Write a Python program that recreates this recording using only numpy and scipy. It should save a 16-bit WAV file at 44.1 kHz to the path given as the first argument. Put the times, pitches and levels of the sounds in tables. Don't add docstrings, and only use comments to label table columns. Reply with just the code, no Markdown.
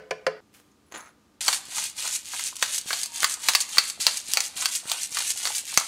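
import sys
import numpy as np
from scipy import signal
from scipy.fft import rfft, irfft, next_fast_len
from scipy.io import wavfile
from scipy.ndimage import uniform_filter1d

SR = 44100
rng = np.random.default_rng(int(sys.argv[2]) if len(sys.argv) > 2 else 0)


def transcribe(u):
    v = np.clip(np.atleast_2d(u).T, -1, 1)
    q = np.round(v * 32767).astype(np.int16)
    wavfile.write(sys.argv[1], SR, q)


def volts_from_db(level):
    exponent = np.asarray(level, float) / 20
    return 10 ** exponent


N = 258867
T = np.arange(N) / SR
CUTS_S = (0.405, 1.407)


def unit(x):
    return x / np.sqrt(np.mean(x ** 2) + 1e-20)


def power_db(power):
    return 10 * np.log10(power)


def along(points, hz):
    point_hz, value = np.transpose(points)
    return np.interp(np.log(hz + 1), np.log(point_hz + 1), value)


def curves(rows):
    s, *columns = np.transpose(rows)
    return [np.interp(T, s, column, left=-150, right=-150) for column in columns]


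def coloured(x, spectrum, peaks=(), lift_db=0):
    size = 2 * next_fast_len(N // 2 + 4096)
    f = np.fft.rfftfreq(size, 1 / SR)
    bumps = 0
    for hz, width_hz, db in peaks:
        bumps = bumps + volts_from_db(lift_db + db / 2) * width_hz ** 2 / (4 * (f - hz) ** 2 + width_hz ** 2)
    gain = unit(volts_from_db(along(spectrum, f)) * (1 + bumps))
    cepstrum = irfft(np.log(gain + 1e-6), size)
    cepstrum[1:size // 2] *= 2
    cepstrum[size // 2 + 1:] = 0
    return irfft(rfft(x, size) * np.exp(rfft(cepstrum)), size)[:N]


def grit(rate_hz, spread_db, life_ms, smooth):
    size = volts_from_db(spread_db * np.minimum(rng.exponential(size=N), 4))
    hits = (rng.random(N) < rate_hz / SR) * size
    puffs = signal.lfilter([1], [1, -np.exp(-1000 / (life_ms * SR))], hits)
    return unit((unit(puffs) + smooth) * rng.standard_normal(N))


def bursts(times_s, dbs, hold_ms, fall_ms, rise_ms=0.095, spike=0):
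    out = np.zeros(N + SR)
    ms = np.arange(SR // 20) * 1000 / SR
    for s, db, hold, rise in np.broadcast(times_s, dbs, hold_ms, rise_ms):
        shape = np.exp(-ms / hold) * np.exp(-np.maximum(ms - hold, 0) / fall_ms)
        shape *= (1 - np.exp(-ms / rise)) * (1 + spike * np.exp(-ms / 0.26))
        out[round(s * SR):][:len(ms)] += volts_from_db(db) * shape * rng.standard_normal(len(ms))
    return out[:N]


def pushes(times_s, dbs):
    out = np.zeros(N)
    out[np.round(times_s * SR).astype(int)] = volts_from_db(dbs)
    return out


def pings(rows, cycles, rough, band_hz):
    out = np.zeros(N + SR)
    t = np.arange(SR // 50) / SR
    for s, db, hz in rows:
        wave = np.sin(2 * np.pi * hz * t) + rough * rng.standard_normal(len(t))
        shape = np.exp(-hz * t / cycles) * (1 - np.exp(-4 * hz * t))
        out[round(s * SR):][:len(t)] += volts_from_db(db) * wave * shape
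    return signal.sosfilt(signal.butter(2, band_hz, "bandpass", fs=SR, output="sos"), out[:N])


# (frequency [Hz], t60 [s])
KITCHEN_DECAY = [(200, 0.54), (1000, 0.53), (4000, 0.4), (12000, 0.14)]


def room(x, near_db=12, lead=90):
    out, step = np.zeros(N + 2 * SR), SR // 4
    for i in range(0, N, step):
        hz, t, z = signal.stft(rng.standard_normal(SR // 2), SR, nperseg=256)
        decay = volts_from_db(-60 * t / along(KITCHEN_DECAY, hz)[:, None])
        tail = signal.istft(z * decay, SR, nperseg=256)[1]
        tail *= volts_from_db(near_db * np.exp(-np.arange(len(tail)) / (0.011 * SR)))
        wet = signal.fftconvolve(x[i:i + step], tail / np.linalg.norm(tail))
        out[i + int(lead):][:len(wet)] += wet
    return out[:N]


# (frequency [Hz], density [dB/Hz])
FLOOR_SPECTRUM = [(13, -95), (22, -26), (70, -1), (109, -2.5), (174, -6.5), (194, -1), (347, -4.5),
                  (524, -9.5), (618, -12.5), (1200, -13.5), (1970, -19.5), (6810, -23), (16000, -34.5)]
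# (frequency [Hz], level [dB rms])
HUM_TONES = [(209.9, -72.5), (296.1, -71), (484.5, -80), (1200, -77.5)]


def air():
    hum = 0
    for hz, db in HUM_TONES:
        wander = np.cumsum(rng.normal(0, 0.0088, N))
        hum = hum + volts_from_db(db + 1.5) * np.sin(2 * np.pi * hz * T + wander)
    return volts_from_db(-63) * coloured(rng.standard_normal(N), FLOOR_SPECTRUM) + hum


# (time [s], ring level [dB], click level [dB])
SPOON_TAPS = [
    (-.05, -11, -25.5),
    (0.108, -11, -22.5),
    (0.2652, -6.5, -19.5),
]
# (frequency [Hz], level [dB], t60 [s])
JAR_MODES = [(166.7, -32.5, 0.19), (435, -17.5, 0.2), (503, -18, 0.059), (531, -2.5, 0.061),
             (600, -4, 0.034), (666, -14.5, 0.085), (724, -20, 0.11), (1024, -18.5, 0.077),
             (1503, -14, 0.045), (1724, -17.5, .08), (2210, -15, 0.033), (2390, -21, .035)]
# (frequency [Hz], density [dB/Hz])
CLICK_SPECTRUM = [(410, -35), (700, -7.5), (952, -14.5), (1470, -4.5), (2200, -6), (3220, -12), (3850, -22),
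                  (4600, -11), (7130, -24.5), (9700, -29.5), (15000, -49)]


def jar():
    early_s = 0.1
    s, ring_db, click_db = np.transpose(SPOON_TAPS)
    click = bursts(s + early_s, click_db + 2.5, hold_ms=7, fall_ms=4.9, rise_ms=0.83)
    click = coloured(click, CLICK_SPECTRUM)
    ring = np.zeros(N)
    for at, db in zip(s + early_s + 0.00221, ring_db):
        t = np.maximum(T - at, 0)
        onset = 1 - np.exp(-t / 0.0044)
        for hz, level_db, t60_s in JAR_MODES:
            ring += volts_from_db(db + level_db - 60 * t / t60_s) * np.sin(2 * np.pi * hz * t) * onset
    out = click + volts_from_db(-11) * room(click, near_db=7) + ring + volts_from_db(-10) * room(ring, near_db=11.5)
    return np.roll(out, -round(early_s * SR))


# (time [s], level [dB])
SALT_LEVEL = [(.52, -77), (.535, -66), (.545, -53), (.578, -59), (.59, -59), (.63, -69), (.72, -76)]
# (frequency [Hz], density [dB/Hz])
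SALT_SPECTRUM = [(410, -54), (700, -9), (1230, -8), (2630, -5), (3790, -9), (8880, -9), (16000, -15)]


def salt_hiss():
    grains = grit(4000, 3.6, 0.35, 1.2)
    return coloured(volts_from_db(curves(SALT_LEVEL)[0]) * grains, SALT_SPECTRUM)


# (time [s], peak level [dB])
SPOON_TICKS = [(0.6, -32), (.716, -46), (0.916, -38), (0.9228, -21.5), (0.941, -30), (0.9438, -30),
               (.9465, -33), (0.9501, -25), (.9592, -24), (.9663, -26), (.972, -34), (0.9755, -27),
               (1.006, -29), (1.031, -45), (1.0605, -35)]
# (frequency [Hz], width [Hz], level [dB])
BOWL_MODES = [(6370, 91, 0), (7000, 110, -9), (4120, 120, -8)]
# (frequency [Hz], density [dB/Hz])
DUST_SPECTRUM = [(2500, -38.5), (4500, -5), (6500, 3.5), (9000, 2), (11000, -5.5), (15000, -19),
                 (18000, -40)]


def spoon_ticks():
    s, db = np.transpose(SPOON_TICKS)
    contacts = bursts(s, db - 4.5, hold_ms=0.5, fall_ms=0.6)
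    return coloured(contacts, DUST_SPECTRUM, BOWL_MODES, lift_db=18)


# (time [s], peak level [dB])
SPOON_SLIPS = [(.6, -40), (.9155, -41), (.923, -26), (.9411, -25), (.9439, -25), (.9466, -25), (.9503, -24),
               (.9593, -22), (.9617, -31), (.9664, -27), (.9721, -28), (.976, -32), (.9798, -33),
               (1.0067, -35), (1.0605, -41)]


def spoon_slips():
    jolts = -np.convolve(pushes(*np.transpose(SPOON_SLIPS)), np.hanning(15))[:N]
    return jolts - uniform_filter1d(jolts, size=60, origin=25)


# (time [s], level [dB])
RUB_LEVEL = [(.86, -77), (.91, -67), (.925, -44), (.938, -50), (.95, -36.5), (.98, -41.5), (1.055, -51),
             (1.068, -47), (1.15, -75)]
# (frequency [Hz], density [dB/Hz])
SCRAPE_SPECTRUM = [(350, -44), (650, -4), (1250, 3.5), (2200, -4), (3200, -14), (5100, -16), (6600, -12.5),
                   (9400, -20), (16000, -29)]
# (frequency [Hz], width [Hz], level [dB])
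HANDLE_MODES = [(10170, 120, 0), (10470, 260, -5), (15400, 100, -14)]


def spoon_scrape():
    rub_db, = curves(RUB_LEVEL)
    ring_db = 1.6 * np.roll(rub_db, round(0.025 * SR)) + 8
    brush_s = 0.862
    brush_db = np.where(T > brush_s, -71 - 90 * (T - brush_s), -150)
    ring_db = np.maximum(ring_db, brush_db)
    rub = coloured(volts_from_db(rub_db - 3) * grit(1200, 2.6, 0.8, 0.5), SCRAPE_SPECTRUM, BOWL_MODES, lift_db=9.5)
    ring = volts_from_db(ring_db + 1.5) * grit(500, 1.6, 0.9, 0.8)
    return rub + coloured(ring, SALT_SPECTRUM, HANDLE_MODES, lift_db=28)


def salt():
    dry = salt_hiss() + spoon_ticks() + spoon_slips() + spoon_scrape()
    return dry + volts_from_db(-10) * room(dry)


# (start [s], rise [s], length [s], effort [dB], last squeeze [dB])
TWISTS = [(1.338, 0.02, 0.22, -31, 3), (1.626, 0.15, 0.24, -33.5, 3), (1.962, 0.021, 0.2, -34, 8.5),
          (2.226, 0.1, .26, -34, 3.5), (2.571, 0.069, 0.2, -33.5, 7.5), (2.857, 0.024, 0.18, -32.5, 2.5),
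          (3.101, 0.056, 0.23, -35.5, 6.5), (3.38, 0.07, 0.24, -33, 3.5), (3.653, 0.083, 0.24, -34, 2.5),
          (3.996, 0.0064, 0.18, -31, -3), (4.239, 0.049, 0.23, -35.5, 4), (4.552, 0.015, .22, -33, 4.5),
          (4.841, 0.05, 0.21, -36, 7), (5.1, 0.056, 0.21, -31, 6), (5.334, 0.051, 0.26, -33.5, 4),
          (5.628, 0.056, 0.25, -35, -3)]
# (time [s], level [dB])
BURR_BITES = [(1.49, -33.5), (1.783, -34), (2.06, -35), (2.337, -45.5), (2.635, -39.5), (2.915, -39.5),
              (3.234, -34.5), (3.49, -36.5), (3.775, -38.5), (4.08, -40), (4.38, -39.5), (4.631, -34),
              (4.912, -36), (5.18, -38.5), (5.467, -36), (5.79, -40)]


def twist_levels():
    start, rise, length, effort_db, squeeze_db = np.transpose(TWISTS)[..., None]
    start_db, fall_db_per_s, sag_db_per_s = -19.5, 261, 20
    squeeze_s, squeeze_lead_s = 0.023, 0.014
    since_stop = T - start - length
    drive_db = effort_db + start_db * np.clip(1 - (T - start) / rise, 0, 9)
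    drive_db = drive_db - fall_db_per_s * np.maximum(since_stop, 0)
    squeeze_db = squeeze_db * np.exp(-0.5 * ((since_stop + squeeze_lead_s) / squeeze_s) ** 2)
    coarse_db = drive_db - sag_db_per_s * np.clip(T - start - rise, 0, length)
    s, db = np.transpose(BURR_BITES)[..., None]
    away_db = np.maximum(245 * (s - T), 207 * (T - s))
    bite_power = (volts_from_db(db - away_db) ** 2).sum(0)

    def mix(twist_db, bite_db, rest_db):
        power = (volts_from_db(twist_db) ** 2).sum(0) + volts_from_db(bite_db) ** 2 * bite_power
        return power_db(power + volts_from_db(-51 + rest_db) ** 2)

    body_db = mix(1.18 * coarse_db - 16.5, -0.3, -12)
    crush_db = mix(coarse_db + 0.28 + 0.63 * squeeze_db, 3.7, 0.33)
    dust_db = mix(drive_db + 1.5 + squeeze_db, 5.7, -2.9)
    return body_db, crush_db, dust_db


# (frequency [Hz], density [dB/Hz])
BODY_SPECTRUM = [(200, -21), (450, -12), (800, 5.5), (1500, 6), (2200, -52), (4000, -14)]
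# (frequency [Hz], density [dB/Hz])
CRUSH_SPECTRUM = [(900, -13), (1600, 2), (2500, 9), (4500, 11.5), (6000, -3.5), (10000, -24)]


def grinding(body_db, crush_db, dust_db):
    coarse = grit(700, 3.3, 1.0, 0.17)
    fine = grit(2100, 4, 0.27, 0.42)
    chips = grit(260, 3, 0.25, 0.05)
    slope_db_per_s = uniform_filter1d(np.gradient(crush_db) * SR, size=900)
    biting = np.clip(slope_db_per_s / 150, 0.15, 1)
    out = coloured(volts_from_db(body_db - 4.5) * coarse, BODY_SPECTRUM)
    out += coloured(volts_from_db(crush_db - 3.5) * (0.45 * coarse + 0.79 * fine), CRUSH_SPECTRUM)
    out += coloured(volts_from_db(dust_db - 2.5) * (0.34 * coarse + 0.83 * fine), DUST_SPECTRUM)
    return out + coloured(volts_from_db(crush_db - 4.5) * biting * chips, DUST_SPECTRUM)


# (time [s], peak level [dB])
REGRIPS = [(1.398, -34), (1.678, -36), (1.983, -40), (2.615, -61), (2.852, -32), (3.227, -58), (3.414, -41),
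           (3.482, -68), (3.987, -32), (4.282, -34.5), (4.367, -45), (4.554, -37.5), (4.848, -30.5),
           (5.111, -36.5), (5.768, -18)]
# (frequency [Hz], density [dB/Hz])
THUD_SPECTRUM = [(30, -20), (70, -9), (130, 0), (300, -1.5), (600, -4), (1500, -34), (6000, -62)]


def hand_thuds():
    s, db = np.transpose(REGRIPS)
    soft = np.convolve(pushes(s + 0.00648, db - 19.5), np.hanning(70))[:N]
    return coloured(soft, THUD_SPECTRUM)


# (time [s], level [dB], pitch [Hz])
SHARDS = [(1.4157, -15, 5400), (1.462, -14, 5300), (1.5067, -21, 6600), (1.5285, -10, 4800),
          (1.5337, -19, 5700), (1.783, -10, 5740), (1.815, -17, 5800), (1.9655, -31, 5400),
          (2.0793, -19, 6900), (2.125, -16, 5270), (2.1577, -13, 7200), (2.2633, -37, 6470),
          (2.3485, -26, 5500), (2.439, -6, 8300), (2.5608, -25, 6100), (2.5954, -29, 5200),
          (2.7823, -8, 6600), (3.0003, -18, 6000), (3.2045, -9, 6570), (3.3397, -9, 7600),
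          (3.4039, -29, 8200), (3.4415, -23, 7400), (3.4941, -16, 5900), (3.5362, -20, 5600),
          (3.5555, -1, 4330), (3.5921, -24, 6800), (3.609, -20, 7000), (3.7211, -28, 6000),
          (3.8037, -16, 4370), (4.0098, -24, 6000), (4.0241, -10, 5100), (4.1143, -16, 6800),
          (4.1716, -11, 6960), (4.3038, -29, 7200), (4.3359, -16, 4800), (4.3771, -16, 6000),
          (4.4381, -24, 7000), (4.4579, -19, 6840), (4.463, -16, 6400), (4.4779, -25, 7800),
          (4.6115, -9, 6200), (4.6494, -19, 4460), (4.6629, -24, 4100), (4.7629, -13, 7100),
          (4.909, -18, 8200), (4.9168, -2, 4640), (5.014, -18, 6800), (5.1244, -31, 6300),
          (5.1341, -27, 6940), (5.1871, -9, 4700), (5.3098, -15, 6300), (5.3796, -17, 8140),
          (5.4023, -26, 6300), (5.4363, -14, 7500), (5.5201, -18, 5400), (5.5498, -22, 8100),
          (5.564, -15, 5300), (5.7701, -16, 4700), (5.7994, -16, 4480), (5.8127, -16, 5900)]
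# (time [s], level [dB], pitch [Hz])
INNER_KNOCKS = [(1.462, -44, 905), (1.993, -38.5, 940), (2.348, -34, 840), (2.527, -33.5, 1120),
                (3.12, -41, 910), (3.374, -38, 900), (3.4865, -26, 900), (3.551, -41, 1800),
                (3.771, -39, 790), (4.0675, -26.5, 572), (4.372, -18.5, 850), (3.976, -42, 700),
                (4.832, -43, 750), (4.843, -45, 850), (4.855, -33, 1410), (5.249, -41.5, 806),
                (5.359, -42, 800), (5.504, -27.5, 900), (5.635, -50, 600), (5.727, -33, 1050),
                (5.811, -22, 1230)]


def shards_and_knocks():
    high = pings(SHARDS, cycles=1.3, rough=0.31, band_hz=(2800, 10500))
    low = pings(INNER_KNOCKS, cycles=1.23, rough=0.37, band_hz=(450, 2600))
    return volts_from_db(2.5) * high + volts_from_db(5) * low


# (time [s], snap level [dB], knock level [dB], length [ms])
WHOLE_CORNS = [(1.481, -6, -17.5, 3.5), (1.4855, -22, -18.5, 3.5), (1.5283, -14, -25, 9.5),
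               (1.532, -16, -31, 2.3), (1.783, -23, -26, 3.4), (2.0773, -23, -32, 3),
               (2.335, -27, -29.5, 3.8), (2.3943, -21.5, -31, 6.6), (2.6254, -6, -13, 3.8),
               (2.9058, -20.5, -19.5, 4.1), (2.93, -16.5, -25, 6.2), (3.2309, -9.5, -14, 1.2),
               (3.2436, -3.5, -14, 3.2), (3.4859, -5.5, -14.5, 6.6), (3.501, -20, -48, 2.9),
               (3.535, -14, -27, 3.9), (3.5499, -4, -16.5, 5.7), (3.7717, -19, -23, 2.6),
               (3.783, -0.5, -13, 2.45), (4.0669, -0.5, -15.5, 2.4), (4.079, -24, -25, 4.9),
               (4.336, 2.5, -17.5, 0.37), (4.3718, -4.5, -13, 2.1), (4.405, -10.5, -25, 3.1),
               (4.6566, -9.5, -21.5, 4.1), (4.9163, -7.5, -19.5, 2.3), (5.1704, -14.5, -23, 3.7),
               (5.4536, -15, -22.5, 4.5), (5.4725, -16, -24.5, 3.5), (5.7745, 1.5, -8, 2.23)]
# (time [s], snap level [dB], length [ms])
LARGE_CRUMBS = [(1.653, -31, 2.1), (1.8387, -18.5, 3.5), (1.98, -29, 4.3), (2.0237, -20.5, 2.5),
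                (2.1578, -20, 3), (2.4686, -20.5, 3.9), (2.5557, -25.5, 2.3), (2.745, -18, 1.8),
                (2.7803, -15.5, 4), (3.033, -13, 1.6), (3.0588, -14.5, 0.87), (3.159, -20, 1.5),
                (3.297, -16, 1.2), (3.3409, -16, 1.6), (3.4362, -26, 4.1), (3.605, -15.5, 7.7),
                (3.8994, -19, 1.8), (4.0085, -19, 12), (4.1141, -32, 1.1), (4.1715, -17, 3.5),
                (4.3138, -23, 8.3), (4.573, -22, 2), (4.7503, -17.5, 9.7), (5.0304, -18.5, 2.9),
                (5.187, -17.5, 3.4), (5.3037, -14, 2.7), (5.5489, -19.5, 13), (5.5815, -16, 1.7),
                (5.7413, -17.5, 2), (5.7983, -16.5, 2.6)]
# (time [s], snap level [dB])
SLACK_TICKS = [(1.733, -29), (1.8983, -23), (1.965, -38), (2.2489, -34), (2.256, -28), (2.2631, -27),
               (2.277, -29), (2.3475, -30), (2.486, -27), (2.5663, -20), (2.5951, -30), (2.8126, -23),
               (3.404, -34), (3.691, -25), (3.7084, -30), (4.2823, -27), (4.4385, -22), (4.722, -18),
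               (4.8976, -15), (5.1241, -33), (5.1338, -29), (5.375, -20), (5.502, -26), (5.653, -22),
               (5.699, -25)]


def breaks(crush_db, count=60):
    when, loud, span = rng.random((count, 3)).T
    when = CUTS_S[1] + when * (T[-1] - CUTS_S[1])
    stray_db = np.interp(when, T, crush_db) - 3 + 8 * loud
    strays = np.transpose([when, stray_db, 1.2 * (0.7 + span)])
    ticks = [(s, db, 1.15) for s, db in SLACK_TICKS]
    s, snap_db, hold_ms = np.vstack([LARGE_CRUMBS, ticks, strays]).T
    crumbs = [s, snap_db, snap_db - 24, hold_ms]
    return np.hstack([np.transpose(WHOLE_CORNS), crumbs])


# (frequency [Hz], density [dB/Hz])
SNAP_SPECTRUM = [(1200, -46.5), (2200, -3), (4500, 1.5), (7000, -1), (9500, -11), (13000, -13),
                 (18000, -8.5)]
# (frequency [Hz], width [Hz], level [dB])
MILL_MODES = [(2770, 650, -12), (4510, 420, 9), (6100, 260, -4)]
# (frequency [Hz], density [dB/Hz])
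KNOCK_SPECTRUM = [(60, -22.5), (300, -15.5), (600, -0.5), (1200, 7.5), (2200, 6), (3500, -13.5),
                  (6000, -54.5), (16000, -57)]


def cracks(crush_db):
    s, snap_db, knock_db, hold_ms = breaks(crush_db)
    whole = np.clip((knock_db - snap_db + 30.5) / 13, 0.05, 0.95)
    snap = bursts(s, power_db(whole) + snap_db - 3.5, 0.68 * hold_ms, fall_ms=13, spike=1)
    fizz_db = power_db(1 - whole) + snap_db + 2.5
    fizz = bursts(s, fizz_db, 1.22 * hold_ms, fall_ms=11, rise_ms=0.57 * hold_ms)
    knock = bursts(s, knock_db - 2, hold_ms, fall_ms=9.6, spike=0.81) + pushes(s, knock_db + 6)
    out = coloured(snap, SNAP_SPECTRUM, MILL_MODES, lift_db=-2.5)
    return out + coloured(fizz, DUST_SPECTRUM) + coloured(knock, KNOCK_SPECTRUM)


# (time [s], pitch [Hz], level [dB])
SHAFT_SQUEAK = [(3.065, 940, -70), (3.076, 933, -61), (3.12, 935, -57), (3.185, 935, -54), (3.2, 935, -64)]


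def squeak():
    pitch_hz, db = curves(SHAFT_SQUEAK)
    wander = np.cumsum(rng.normal(0, 0.0373, N))
    return volts_from_db(db + 3) * np.sin(2 * np.pi * np.cumsum(pitch_hz) / SR + wander)


def mill():
    body_db, crush_db, dust_db = twist_levels()
    grind = grinding(body_db, crush_db, dust_db)
    crack = cracks(crush_db) + shards_and_knocks()
    wet = volts_from_db(-6) * room(grind, near_db=34) + volts_from_db(-6) * room(crack, near_db=14)
    return grind + crack + wet + hand_thuds() + squeak()


def scene():
    first, third = T < CUTS_S[0], T >= CUTS_S[1]
    second = ~first & ~third
    return (air() + jar() * first + salt() * second + mill() * third)[None]


def roll_off(x):
    return signal.sosfilt(signal.butter(12, 16470, fs=SR, output="sos"), x)


def record(dry):
    dry = signal.sosfiltfilt(signal.butter(24, 15750, fs=SR, output="sos"), dry)
    mix = dry / (1 + np.abs(dry) ** 20) ** (1 / 20)
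    return roll_off(mix)


dry = scene()
out = record(dry)
transcribe(out)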